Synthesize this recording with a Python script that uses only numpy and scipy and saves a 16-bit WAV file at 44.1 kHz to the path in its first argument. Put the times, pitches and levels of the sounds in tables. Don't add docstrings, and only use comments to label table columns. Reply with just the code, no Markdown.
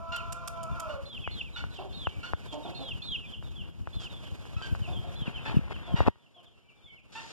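import sys
import numpy as np
from scipy import signal
from scipy.fft import rfft, irfft
from scipy.io import wavfile
from scipy.ndimage import uniform_filter1d

SR = 44100
rng = np.random.default_rng(int(sys.argv[2]) if len(sys.argv) > 2 else 0)


def waveform_to_disk(signal):
    frames = np.transpose(np.atleast_2d(signal))
    scaled = np.clip(frames, -1, 1) * 32767
    samples = np.round(scaled).astype(np.int16)
    wavfile.write(sys.argv[1], SR, samples)


N = 322812
TIME = np.arange(N) / SR
UNCOVER_S = 6.09
# (frequency [Hz], level [dB])
STRAW_COLOUR = [(100, 11.5), (1000, -3.5), (3500, 0), (7000, -7.5), (14000, -34)]


def peeps():
    # (time [s], length [s], top pitch [Hz], opening level [dB], closing push [dB], upper voice level [dB])
    calls = [(1.053, 0.13, 3660, -51, 11.5, -50.5), (1.308, 0.11, 3685, -52.5, 23, -46),
             (1.925, .152, 3790, -48, 13, -51), (2.742, .186, 3740, -49.5, 15, -47.5),
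             (3.018, 0.148, 3720, -42.5, 10.5, -43), (3.928, 0.15, 3660, -51.5, 8.5, -58),
             (5.154, 0.13, 3556, -50.5, 6.5, -55)]
    sag_hz, hook_hz = 834, 403
    upper_lead_hz, upper_fall_hz = 800, 2220
    out = np.zeros(N)
    for s, length, top_hz, db, push_db, upper_db in calls:
        u, envelope = swell(length, edge=0.032)
        lower_hz = top_hz - sag_hz * u ** 1.6 - hook_hz * u ** 16
        add(out, s, envelope * from_db(db + push_db * u ** 4) * whistle(lower_hz))
        u, envelope = swell(length * 1.7, edge=0.033)
        upper_hz = top_hz + upper_lead_hz - upper_fall_hz * u
        add(out, s, envelope * from_db(upper_db - 8.5 * u) * whistle(upper_hz))
    return out


def chirps():
    # (time [s], length [s], top pitch [Hz], level [dB])
    calls = [(.16, 0.055, 3250, -48.5), (1.195, 0.1, 3563, -48.5), (1.225, 0.074, 2830, -49),
             (1.525, 0.066, 4120, -50), (1.705, 0.065, 4200, -56.5), (1.75, 0.052, 3350, -51),
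             (2.455, 0.11, 3766, -54.5), (2.622, 0.075, 3880, -53.5), (3.24, 0.089, 3710, -54),
             (3.315, 0.042, 3560, -46), (3.43, 0.075, 3900, -57.5), (3.55, 0.08, 3554, -48),
             (4.085, 0.11, 3920, -56), (4.225, 0.057, 3630, -56), (4.6, 0.067, 3480, -54.5),
             (4.81, 0.071, 3234, -50), (4.885, 0.12, 3784, -51.5), (5.335, 0.06, 3410, -46.5),
             (5.445, 0.058, 3640, -53), (5.54, 0.057, 3150, -52.5), (5.73, 0.046, 3320, -48),
             (5.82, 0.16, 3705, -53), (6.22, .06, 3490, -66), (6.33, 0.1, 3580, -58.5),
             (6.445, 0.045, 3780, -59), (6.68, 0.04, 3150, -63), (6.815, 0.11, 3800, -57.5),
             (6.955, 0.049, 3150, -60.5)]
    return falling_whistles(calls)


def falling_whistles(calls, fall_hz=920.5):
    out = np.zeros(N)
    for s, length, top_hz, db in calls:
        u, envelope = swell(length, edge=0.24)
        add(out, s, from_db(db) * envelope * whistle(top_hz - fall_hz * u ** 1.15))
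    return out


def held_notes():
    # (time [s], length [s], pitch [Hz], level [dB])
    notes = [(2.07, 0.2, 2316, -57.5), (6.596, 0.28, 2340, -70), (6.852, 0.082, 2210, -58)]
    out = np.zeros(N)
    for s, length, hz, db in notes:
        u, envelope = swell(length, edge=0.29)
        add(out, s, from_db(db) * envelope * whistle(np.full_like(u, hz)))
    return out


def whistle(hz, scoop_hz=480, scoop_share=0.0549):
    size = len(hz)
    hz = hz - scoop_hz * np.exp(-np.arange(size) / size / scoop_share)
    tremble, wander = 0.0092 * drift(537.5, size), 0.008 * drift(60, size)
    phase = 2 * np.pi * np.cumsum(hz * (1 + tremble + wander)) / SR
    flutter_db = 3 * drift(113, size)
    return (np.sin(phase) * np.sqrt(2) + from_db(-31.5) * np.sin(2 * phase)) * from_db(flutter_db)


def clucks():
    # (time [s], pitch [Hz], level [dB])
    calls = [(1.785, 377.8, -38), (2.525, 296, -38.5), (2.648, 359, -39), (2.79, 259.6, -42.5),
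             (4.875, 353, -42), (5.04, 358.4, -46), (5.875, 348.6, -41), (6.36, 345.5, -53.5)]
    # (frequency [Hz], level [dB])
    throat = [(200, -5.5), (370, -12.5), (660, -7.5), (1800, -38.5), (3000, -24.5), (6000, -51)]
    return short_calls(calls, throat, length=0.05, arch=0.095, half_db=-8.5, rough=.5)


def yelps():
    # (time [s], pitch [Hz], level [dB])
    calls = [(.118, 1385, -36), (.89, 1436, -45.5), (1.558, 1457, -39), (2.228, 1432, -40),
             (4.562, 1300, -48), (4.618, 1560, -41), (5.452, 878, -40), (5.958, 945, -33), (7.15, 910, -42)]
    # (frequency [Hz], level [dB])
    throat = [(400, -15), (900, 4.5), (2850, 5), (4200, -5), (9000, -26)]
    return short_calls(calls, throat, length=0.0552, arch=0.049, half_db=-10.5, rough=.42)


def short_calls(calls, throat, length, arch, half_db, rough, fade_db=8):
    out = np.zeros(N)
    u, envelope = swell(length, edge=0.094)
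    for s, hz, db in calls:
        pitch = hz * (1 + arch * (np.sin(np.pi * u) - 2 / np.pi))
        voice = syrinx(pitch, rough, throat, half_db, jitter=0.055, air=0.96)
        add(out, s, from_db(db - fade_db * u) * envelope * voice)
    return out


def moan():
    # (time [s], pitch [Hz], level [dB], roughness [0-1], brightness [dB per octave])
    course = [(0, 329.2, -45.5, 0.22, -6), (.14, 338.1, -46, 0.14, 3.5), (.68, 339.2, -43.5, .2, -3.5),
              (.8, 334.9, -44, 0.47, 6.5), (.93, 289.3, -44.5, 0.5, -5), (1.04, 277, -64, 0.36, -5.5)]
    # (frequency [Hz], level [dB])
    throat = [(330, -73), (560, 10.5), (850, -12), (1020, 2), (1370, 5), (1650, -31), (2450, -8.5),
              (3100, -25.5), (8000, -28.5)]
    hz, db, rough, tilt_db = np.array(in_time(course))[:, TIME < course[-1][0]]
    hz = hz * (1 + (0.009 + 0.0299 * rough) * drift(30, len(hz)))
    db = db + 2 * drift(22, len(hz))
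    voice = syrinx(hz, rough, throat, half_db=-10.5, jitter=0.073, air=0.47, tilt_db=tilt_db)
    out = np.zeros(N)
    add(out, 0, from_db(db) * voice)
    return out


def syrinx(hz, rough, throat, half_db, jitter, air, tilt_db=0):
    size = len(hz)
    phase = 2 * np.pi * np.cumsum(hz * (1 + jitter * rough * drift(400, size))) / SR
    voiced = 0
    for k in np.arange(2, min(2 * int(throat[-1][0] / hz.mean()), 40) + 1):
        tone_hz = k / 2 * hz
        strength = from_db(half_db + 2 * drift(25, size)) if k % 2 else 1
        brightness = from_db(tilt_db * np.clip(np.log2(tone_hz / 1000), -1, .5))
        tone = np.sin(k / 2 * phase + rng.uniform(0, 2 * np.pi))
        voiced = voiced + strength * brightness * gain_at(throat, tone_hz) * tone
    puffs = air * rough * noise(throat, size) * (1 + np.cos(phase))
    return rms_one(rms_one(voiced) + puffs)


def finger_rubbing():
    # (time [s], length [s], level [dB])
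    slides = [(3.6, 0.12, -58.5), (5.243, 0.068, -43.5), (5.44, 0.1, -43), (5.703, 0.033, -37.5),
              (5.938, 0.17, -37.5), (6.065, 0.026, -24.5)]
    # (frequency [Hz], level [dB])
    rumble_colour = [(30, -14.5), (60, 3), (130, -4), (400, -25.5), (900, -58)]
    # (frequency [Hz], level [dB])
    rub_colour = [(100, 1.5), (2200, -9.5), (3500, -15.5), (5500, -31), (14000, -46.5)]
    shift, touching = ramp(4.28, 1.25), 1 - ramp(UNCOVER_S, 0.026)
    new_grip = from_db(-58.5) * ramp(6.3, 0.19)
    rumble_gain = new_grip + touching * from_db(-39.5 + 8.5 * shift)
    rub_gain = touching * from_db(-70.5 + 25.5 * shift)
    for s, length, db in slides:
        add(rub_gain, s, from_db(db) * swell(length, edge=0.3)[1])
    catches = (rng.random(N) < 22 / SR) * rng.standard_normal(N)
    rumble = rumble_gain * grainy(rumble_colour, grain_db=5.0, rate=33)
    rub = rub_gain * grainy(rub_colour, grain_db=2.5, rate=430)
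    return rumble + rub + cut(catches * rub_gain * from_db(34.5), 1200, "low", order=4)


def finger_knocks():
    # (time [s], peak level [dB])
    pops = [(1.2758, -16.5), (1.64, -22.5), (2.0708, -12), (2.3346, -12), (3.426, -32), (3.873, -21.5),
            (4.454, -33), (4.616, -26.5), (4.7503, -23), (6.005, -3), (6.0654, -7.5), (6.0767, -3),
            (6.0836, -1), (6.1576, -34)]
    # (time [s], peak level [dB], starting pitch [Hz])
    bumps = [(4.565, -20.5, 100), (4.817, -20.5, 117), (5.218, -24.5, 150), (5.278, -20.5, 189),
             (5.543, -22.5, 233), (5.568, -7.5, 160), (5.59, -17, 198.5), (5.94, -9, 160.6),
             (6.08, -3, 266)]
    out = np.zeros(N)
    t = TIME[:SR // 10]
    click = 1. * (t == 0)
    for s, db in pops:
        cutoff_hz = np.interp(db, [-13, 0], [1600, 850])
        pop = cut(cut(click, cutoff_hz, "low", order=4), 130, "high", order=1)
        add(out, s, from_db(db) * pop / pop.max())
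    pop_bumps = [(s, db - 8.5, 100) for s, db in pops]
    for s, db, hz in bumps + pop_bumps:
        cycles = hz * t / (1 + t / 0.076)
        bump = np.sin(2 * np.pi * cycles) * cycles * np.exp(-hz * t / .5)
        add(out, s, from_db(db) * bump / np.abs(bump).max())
    return out


def ticks():
    # (time [s], level [dB])
    hits = [(0.159, -42.5), (0.322, -36.5), (0.474, -34.5), (.629, -43.5), (.796, -38.5), (6.429, -67)]
    # (frequency [Hz], level [dB])
    colour = [(1200, 2.5), (3500, -2.5), (7500, 3.5), (14000, -7.5)]
    return crackles([(s, 0.012, db) for s, db in hits], colour, grain_db=1.0)


def straw_rustles():
    # (time [s], length [s], level [dB])
    steps = [(1.74, 0.039, -55), (2.52, 0.03, -47), (3.99, 0.087, -47.5), (4.615, 0.068, -52)]
    return crackles(steps, STRAW_COLOUR, grain_db=3.5)


def straw_scrape():
    return from_db(-49.5) * ramp(7.118, 0.01) * grainy(STRAW_COLOUR, grain_db=2.0, rate=430)


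def far_flock(count):
    calls = [((k + when) * N / SR / count, .05 * (1 + length), 3100 + 700 * pitch, 0)
             for k, (when, length, pitch) in enumerate(rng.random((count, 3)))]
    return rms_one(falling_whistles(calls))


def barn_stir():
    # (frequency [Hz], level [dB])
    colour = [(100, 10.5), (900, -7), (1800, -12), (2900, -9), (4200, -16.5), (7000, -22.5), (14000, -32)]
    return from_db(3.5) * grainy(colour, grain_db=3.5, rate=54)


def barn_echo(x, low_decay_s=0.38, high_decay_s=0.24):
    t = TIME[:SR]
    reflections = rng.standard_normal(SR) * (1 + 0.5 * (rng.random(SR) < .01))
    low = cut(reflections, 2070, "low") * from_db(-60 * t / low_decay_s)
    high = cut(reflections, 3930, "high") * from_db(-60 * t / high_decay_s)
    tail = (low - high) * np.clip(t / 0.0033, 0, 1)
    return signal.fftconvolve(x, tail / np.sqrt(np.sum(tail ** 2)))[:N]


def gain_control(x, limit_db=-22.5, late_s=.026, attack_s=0.011, recover_db_per_s=8.5):
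    power = uniform_filter1d(np.mean(x ** 2, axis=0), size=SR // 33)
    excess_db = np.maximum(10 * np.log10(np.abs(power) + 1e-12) - limit_db, 0)
    recovery = recover_db_per_s * TIME
    dip_db = np.maximum.accumulate(excess_db + recovery) - recovery
    late_dip_db = np.interp(TIME - late_s, TIME, dip_db)
    keep = np.exp(-1 / (attack_s * SR))
    return x * from_db(-signal.lfilter([1 - keep], [1, -keep], late_dip_db))


def crackles(bursts, colour, grain_db):
    out = np.zeros(N)
    for s, length, db in bursts:
        u, envelope = swell(length, edge=0.2)
        add(out, s, from_db(db) * envelope * grainy(colour, grain_db, rate=820, size=len(u)))
    return out


def grainy(colour, grain_db, rate, size=N):
    return rms_one(noise(colour, size) * from_db(grain_db * drift(rate, size)))


def noise(colour, size):
    hz = np.arange(size // 2 + 1) * SR / size
    bass_fade = np.minimum(hz / colour[0][0], 1) ** 2
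    return rms_one(irfft(rfft(rng.standard_normal(size)) * gain_at(colour, hz) * bass_fade, size))


def drift(rate, size):
    steps = np.arange(size) * rate / SR
    count = int(steps[-1]) + 2
    return np.interp(steps, np.arange(count), rng.standard_normal(count))


def swell(length, edge):
    u = np.linspace(0, 1, max(int(length * SR), 8))
    return u, np.sin(np.pi / 2 * np.clip(np.minimum(u, 1 - u) / edge, 0, 1)) ** 2


def ramp(start_s, length_s):
    return np.clip((TIME - start_s) / length_s, 0, 1)


def in_time(rows):
    s, *columns = np.transpose(rows)
    return [np.interp(TIME, s, c) for c in columns]


def gain_at(colour, hz):
    points, db = np.transpose(colour)
    return from_db(np.interp(np.log(hz + 1), np.log(points), db))


def cut(x, hz, kind, order=2):
    return signal.sosfilt(signal.butter(order, hz, kind, fs=SR, output="sos"), x + 1e-18)


def add(track, s, sound):
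    i = int(np.clip(s * SR, 0, N - 1))
    track[i:i + len(sound)] += sound[:N - i]


def from_db(db):
    return 10 ** (np.asarray(db) / 20)


def rms_one(x):
    return x / np.sqrt(np.mean(x ** 2) + 1e-20)


def scene():
    # (time [s], level [dB])
    activity = [(0, -59.5), (1, -56), (2.7, -50.5), (3.8, -58.5), (4.1, -50.5), (5.9, -53), (6.15, -58.5),
                (7.1, -65.5)]
    busy = from_db(in_time(activity)[0])
    near, chirping = peeps(), chirps() + held_notes()
    low_calls, yelping = moan() + clucks(), yelps()
    crackling = ticks() + straw_rustles()
    flock = from_db(-7.0) * busy * far_flock(count=90)
    direct = near + chirping + low_calls + yelping + crackling + from_db(-13.5) * flock
    echoing = (from_db(-7) * near + from_db(1) * (chirping + yelping) + from_db(2.5) * low_calls
               + from_db(-12.0) * crackling + flock)
    covered, free = [direct + barn_echo(echoing) + busy * barn_stir() + straw_scrape() for _ in range(2)]
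    opening = np.interp(TIME, [UNCOVER_S, UNCOVER_S + 0.071], [from_db(-12.5), 1])
    return np.array([opening * covered + finger_rubbing() + finger_knocks(), free])


def record(dry):
    lag_s, bass_loss, cutoff_hz = 0.0004888, 0.059, 14250
    late = np.array([np.interp(TIME - lag_s, TIME, port) for port in dry[::-1]])
    dull = uniform_filter1d(late, size=3) - bass_loss * cut(late, 1100, "low", order=1)
    wide = dry - from_db(-1.8) * dull
    limited = np.clip(gain_control(wide), -1, 1)
    return signal.sosfilt(signal.ellip(12, .1, 80, cutoff_hz, fs=SR, output="sos"), limited)


dry = scene()
out = record(dry)
waveform_to_disk(out)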